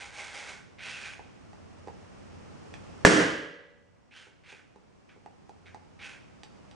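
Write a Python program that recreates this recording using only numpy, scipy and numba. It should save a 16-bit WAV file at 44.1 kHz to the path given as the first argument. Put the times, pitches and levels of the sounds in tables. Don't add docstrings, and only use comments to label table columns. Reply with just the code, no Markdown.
import sys
import numpy as np
from scipy import signal
from scipy.fft import rfft, irfft, next_fast_len
from scipy.io import wavfile
from numba import njit

SR = 44100
rng = np.random.default_rng(int(sys.argv[2]) if len(sys.argv) > 2 else 0)


def generate_wav(sig):
    pcm = np.round(np.clip(np.atleast_2d(sig).T, -1, 1) * 32767).astype(np.int16)
    wavfile.write(sys.argv[1], SR, pcm)


def rack_gain(trim_db):
    fader = np.asarray(trim_db, float)
    return 10 ** (fader / 20)


N = 297675
TIME = np.arange(N) / SR
BURST_S = 3.0497


def rms_one(x):
    return x / np.sqrt(np.mean(x ** 2) + 1e-20)


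def at_hz(points, hz):
    table = np.array(points)
    return np.interp(np.log(hz), np.log(table[:, 0]), table[:, 1])


def filtered(x, order, hz, kind="low"):
    return signal.sosfilt(signal.butter(order, hz, kind, fs=SR, output="sos"), x)


def colour(x, spectrum):
    size = next_fast_len(x.shape[-1])
    hz = np.maximum(np.fft.rfftfreq(size, 1 / SR), 1)
    return irfft(rfft(x, size) * rack_gain(at_hz(spectrum, hz)), size)[..., :x.shape[-1]]


def stereo_noise(likeness, count):
    size = next_fast_len(count)
    hz = np.maximum(np.fft.rfftfreq(size, 1 / SR), 1)
    alike = np.clip(at_hz(likeness, hz), -1, 1)
    mid, side = rfft(rng.standard_normal((2, size)))
    both = mid * np.sqrt(1 + alike) + side * np.sqrt(1 - alike) * [[1], [-1]]
    return irfft(both, size)[:, :count]


def resonate(x, modes):
    out = 0
    for k, (hz, width, level_db) in enumerate(modes):
        r = np.exp(-np.pi * width / SR)
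        poles = [1, -2 * r * np.cos(2 * np.pi * hz / SR), r * r]
        zeros = [(1 - r * r) / 2, 0, (r * r - 1) / 2]
        out = out + (-1) ** k * rack_gain(level_db) * signal.lfilter(zeros, poles, x)
    return rms_one(out)


@njit
def glide(x, turn, r):
    y = np.zeros(len(x))
    for i in range(2, len(x)):
        y[i] = x[i] - x[i - 2] + 2 * r * turn[i] * y[i - 1] - r * r * y[i - 2]
    return y


def ring(blows, hz, t60):
    r, w = rack_gain(-60 / (t60 * SR)), 2 * np.pi * hz / SR
    return signal.lfilter([0, np.sin(w)], [1, -2 * r * np.cos(w), r * r], blows)


def room_tone():
    # (frequency [Hz], relative spectral level [dB])
    tone_spectrum = [(12, -44.5), (20, -22.5), (87, -5), (197, -2.5), (237, -5.5), (434, -10), (1380, -20),
                     (1580, -23), (2740, -26.5), (3760, -33), (5570, -31.5), (8720, -41), (10800, -46),
                     (14000, -71.5), (22000, -120)]
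    # (frequency [Hz], correlation [-1 to 1])
    tone_likeness = [(60, 0.29), (140, -0.6), (330, -0.6), (790, -0.18), (1850, 0.27), (4370, -0.048),
                     (10300, 0.82)]
    # (time of the maximum [s], level [dB])
    swells = [(0.95, -68.5), (1.75, -63.5), (2.3, -64), (2.85, -64), (3.94, -69.5), (5.08, -71.5),
              (5.7, -61)]
    swell_db_per_s, drone_low_db = 31, -95.5
    tone_db, rumble_db, rumble_t60_s = -55.5, -63.5, 3.0

    air = rack_gain(tone_db) * rms_one(colour(stereo_noise(tone_likeness, N), tone_spectrum))
    drone_mode = [(90, 8.8, 0)]
    drone = resonate(resonate(rng.standard_normal(N), drone_mode), drone_mode)
    swell_db = np.max([db - swell_db_per_s * np.abs(TIME - s) for s, db in swells], axis=0)
    drone = rack_gain(np.maximum(swell_db, drone_low_db)) * drone
    rumble_noise = resonate(rng.standard_normal(N), [(55, 40, 0)])
    rumble = rack_gain(rumble_db - 60 * TIME / rumble_t60_s) * rumble_noise
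    return air + rumble + drone


def room_response():
    # (frequency [Hz], t60 [s])
    room_t60 = [(60, 0.84), (160, 0.64), (420, 0.66), (1100, 0.74), (2910, 0.8), (7680, 0.51)]
    # (frequency [Hz], correlation [-1 to 1])
    room_likeness = [(60, 0.76), (110, 0.78), (220, 0.75), (410, 0.52), (790, 0.19), (1500, 0.12),
                     (2850, 0.3), (5420, 1), (10300, 0.81)]
    t, out = TIME[:SR], 0
    noise = rfft(stereo_noise(room_likeness, SR))
    octave = np.log2(np.arange(SR // 2 + 1) + 1)
    for centre in np.arange(5, 14.1, .5):
        t60 = at_hz(room_t60, 2 ** centre)
        band = irfft(noise * np.maximum(1 - 2 * np.abs(octave - centre), 0), SR)
        out = out + band * rack_gain(-60 * t / t60) / np.sqrt(t60 * SR / 14)
    return out * (1 - np.exp(-t / 0.0043))


def balloon():
    burst_db, burst_ms = -3, .62
    phase = (TIME - BURST_S) / (burst_ms / 1000)
    pulse = np.where((phase > 0) & (phase < 1), 1 - 2 * phase, 0)
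    pulse = filtered(pulse, 2, 3500)
    crack = pulse
    for delay_s, gain in [(0.00051, 1.4), (0.0016, 1.8), (.0034, 1.4)]:
        crack = crack + gain * np.roll(pulse, round(delay_s * SR))
    push = np.sin(np.pi * np.clip((TIME - BURST_S - .0005) / .001, 0, 1))
    return rack_gain(burst_db) * filtered(crack + 0.47 * push, 2, 130., "high")


def balloon_tail(room):
    # (frequency [Hz], relative spectral level [dB])
    burst_colour = [(24, -60), (40, -26), (115, -17), (167, -3.5), (231, -9.5), (307, 1), (378, -8.5),
                    (406, -1.5), (664, -10), (764, -14.5), (1340, -12), (1650, -6), (2520, -18.5),
                    (3200, -17.5), (3750, -24.5), (6280, -23), (10800, -33.5), (14000, -74), (22000, -120)]
    # (frequency [Hz], relative level [dB], t60 [s])
    door_modes = [(175, -6, .6), (269, -4, .6), (312, 0, .75), (412, -4, .9), (462, -8, .9),
                  (480, -10, 1.2), (515, -8, 1.0), (567, -8, 1.15), (673, -11, .7), (1230, -12, .7),
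                  (1604, -10, 1.0), (1670, -6, .9), (1790, -12.5, .8), (1965, -13, 1.15), (1990, -15, 1.0)]
    start = round((BURST_S + .001) * SR)
    tail, blow = np.zeros((2, N)), np.full(N, 1e-18)
    tail[:, start:start + room.shape[1]] = room
    blow[start] = 1
    door = 0
    for hz, level_db, t60 in door_modes:
        channel_gains = rng.uniform(.6, 1, (2, 1))
        door = door + rack_gain(level_db) * channel_gains * ring(blow, hz, t60)
    walls = colour(tail, burst_colour) * (TIME > BURST_S)
    return rack_gain(48.5) * walls + rack_gain(-11.5) * door


def buttons():
    # (time [s], relative peak level [dB], strongest pitch [Hz], snap re peak [dB], ring re peak [dB])
    click_table = [(1.194, -36.5, 679, -32.5, -43), (1.532, -46, 1020, -15.5, -47),
                   (1.874, -32.5, 462, -26, -36), (1.883, -36, 770, -33, -46),
                   (2.74, -40.5, 2134, -17, -31.5), (4.27, -38, 484.5, -24, -34),
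                   (4.526, -39, 496, -6, -37), (4.76, -36.5, 557, -23.5, -54),
                   (4.878, -61.5, 1200, -14, -25), (5.163, -40, 473, -38.5, -40),
                   (5.261, -32, 900, -26, -51.5), (5.494, -36, 670, -16.5, -44),
                   (5.746, -34, 840, -16.5, -26), (6.434, -39.5, 3170, -10.5, -28.5),
                   (6.713, -46.5, 3100, -29, -20.5)]
    # (frequency [Hz], relative level [dB], t60 [s])
    case_modes = [(474, 0, .022), (813, 0, .025), (1250, -2, .012), (1850, -3, .008), (2450, -4, .006),
                  (3400, -1, .006), (3900, -3, .004), (4500, -3, .004), (5900, -2, .007), (7500, -8, .003)]
    s, peak_db, pitch, snap_db, ring_db = np.transpose(click_table)
    contact_s = 0.0014 * np.array([0, .38, 1]) * rng.uniform(0.68, 0.9, (len(s), 3))
    at = ((s[:, None] + contact_s) * SR).astype(int)
    blows = np.full(N, 1e-18)
    blows[at[:, 0]] = rack_gain(peak_db + ring_db)
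    out = sum(ring(blows, hz, .4) for hz in [795, 850])
    for hz, level_db, t60 in case_modes:
        near = np.exp(-(np.log2(hz / pitch) / .65) ** 2)
        size = rack_gain(peak_db + level_db - 2.5) * (near + rack_gain(snap_db))
        blows = np.full(N, 1e-18)
        blows[at] = size[:, None] * [1, .35, .4]
        out += ring(blows, hz, t60)
    return filtered(out, 2, 300, "high")


def strokes():
    # (start [s], spin-up [s], run-down [s], relative peak level [dB],
    # gearbox resonance at the peak [Hz])
    tilts = [(-0.04, 0.061, 0.11, -42.5, 2250), (0.12, 0.071, 0.21, -41.5, 2190),
             (0.29, 0.073, 0.21, -42, 2160), (0.44, 0.055, 0.069, -42.5, 2240)]
    turns = [(0.785, 0.063, 0.29, -40.5, 2590), (0.969, 0.085, 0.085, -42.5, 2470),
             (1.11, 0.031, 0.014, -46, 2400), (4.109, 0.064, 0.1, -43, 3230),
             (4.437, 0.065, 0.091, -44.5, 2520), (5.089, 0.002, 0.057, -54.5, 2280),
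             (5.656, 0.0075, 0.056, -50.5, 2130), (5.99, 0.059, 0.092, -43, 2540),
             (6.109, 0.026, 0.057, -52.5, 2520)]
    start_db, run_down_db, stop_db_per_s = -11.5, -11.5, -220.
    rest_hz, gearbox_sag_db = 2200, 9.0
    tilt_boom_db, turn_boom_db = -7.5, -16
    tilt_treble_db, turn_treble_db = -8.5, -12
    stalled_treble_db, stalled_cover_db, get_going_s = -16.0, -8.0, .035
    cover_base_db, cover_follows = -56, 0.39

    start, up, down, peak_db, top_hz = np.vstack([tilts, turns]).T
    heights = [start_db, 0, run_down_db, run_down_db + stop_db_per_s]
    shapes = [np.interp(TIME, [s, s + u, s + u + d, s + u + d + 1], heights, left=-300)
              for s, u, d in zip(start, up, down)]
    levels = peak_db[:, None] + shapes
    lead, level_db = levels.argmax(axis=0), levels.max(axis=0)
    tilting = lead < len(tilts)
    r = np.exp(-1 / (get_going_s * SR))
    moving = signal.lfilter([1 - r], [1, -r], level_db > -62, zi=[r])[0]
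    effort = np.clip(1.5 + (level_db - peak_db[lead]) / gearbox_sag_db, 0, 1) * moving
    gearbox_hz = rest_hz + effort * (top_hz[lead] - rest_hz)
    boom_db = np.where(tilting, tilt_boom_db, turn_boom_db)
    treble_db = np.where(tilting, tilt_treble_db, turn_treble_db) + stalled_treble_db * (1 - moving)
    cover_db = np.minimum(cover_base_db + cover_follows * (level_db + 45) - level_db, 0)
    cover_db = cover_db + stalled_cover_db * (1 - moving)
    return level_db, cover_db, gearbox_hz, boom_db, treble_db


def motor():
    # (frequency [Hz], width [Hz], relative level [dB])
    shell_modes = [(550, 215, -2), (816, 19, 10), (900, 190, -3.5)]
    # (frequency [Hz], width [Hz], relative level [dB])
    housing_modes = [(2240, 1500, -1.5), (2870, 170, -41), (3190, 230, -11.5)]
    # (frequency [Hz], width [Hz], relative level [dB])
    teeth_modes = [(4350, 990, -34), (6080, 5340, 6.5), (7060, 1330, 11), (10260, 6400, -23)]
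    # (frequency [Hz], width [Hz], relative level [dB])
    cover_modes = [(1257, 44, 14), (1540, 164, 31.5)]
    sizes = rack_gain(0.42 * np.minimum(rng.exponential(1, N), 5)) * rng.choice([-1, 1], N)
    knocks = sizes * (rng.random(N) < 1800. / SR) + 1e-9
    level_db, cover_db, hz, boom_db, treble_db = strokes()
    gearbox = glide(knocks[::-1].copy(), np.cos(2 * np.pi * hz / SR), np.exp(-np.pi * 250. / SR))
    rattle = rms_one(resonate(knocks, housing_modes) + rack_gain(-1.0) * rms_one(gearbox))
    rattle = filtered(rattle, 4, 1600, "high")
    rattle = filtered(rattle, 2, 3600.)
    cover = resonate(resonate(knocks, cover_modes), [(1540, 5400, 0)])
    boom = rack_gain(boom_db) * resonate(knocks, shell_modes)
    treble = rack_gain(treble_db) * resonate(knocks, teeth_modes)
    return rack_gain(level_db) * (rattle + rack_gain(cover_db) * cover + boom + treble)


def scene():
    room, gears, clicks = room_response(), motor(), buttons()
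    wet = rack_gain(-11.0) * gears + rack_gain(-9.0) * clicks
    echoes = signal.oaconvolve(wet[None], room, axes=1)[:, :N]
    bang = balloon() + balloon_tail(room)
    corner = room[:, :SR // 4] * rack_gain(-60 * TIME[:SR // 4] / 0.093)
    near = clicks + rack_gain(4.0) * signal.oaconvolve(clicks[None], corner, axes=1)[:, :N]
    near = near * rack_gain([[-2.5], [2.5]])
    far = (gears + echoes + bang) * rack_gain([[-1.2], [1.2]])
    return far + near + room_tone() * rack_gain([[-.6], [.6]])


def top_cut(x):
    return signal.sosfilt(signal.butter(12, 10910, fs=SR, output="sos"), x)


def record(dry):
    threshold_db, makeup_db, recover_db_per_s, still_down_db = -16.5, 9.5, 3.5, 10.5
    quick_db, quick_recover_db_per_s = 6.5, 60.
    over = 20 * np.log10(np.abs(dry).max(axis=0) + 1e-9) - threshold_db
    slow = over - quick_db
    slow[0] = still_down_db
    holds = [np.maximum.accumulate(db + rate * TIME) - rate * TIME
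             for db, rate in [(slow, recover_db_per_s), (over, quick_recover_db_per_s)]]
    held = np.max(holds, axis=0).clip(0)
    r = np.exp(-1 / (0.0022 * SR))
    cut_db = signal.lfilter([1 - r], [1, -r], held, zi=[still_down_db * r])[0]
    loud = np.clip(dry * rack_gain(makeup_db - cut_db), -1, 1)
    loud = signal.sosfilt(signal.cheby2(12, 60, 11150, fs=SR, output="sos"), loud)
    return top_cut(np.clip(loud, -1, 1))


dry = scene()
out = record(dry)
generate_wav(out)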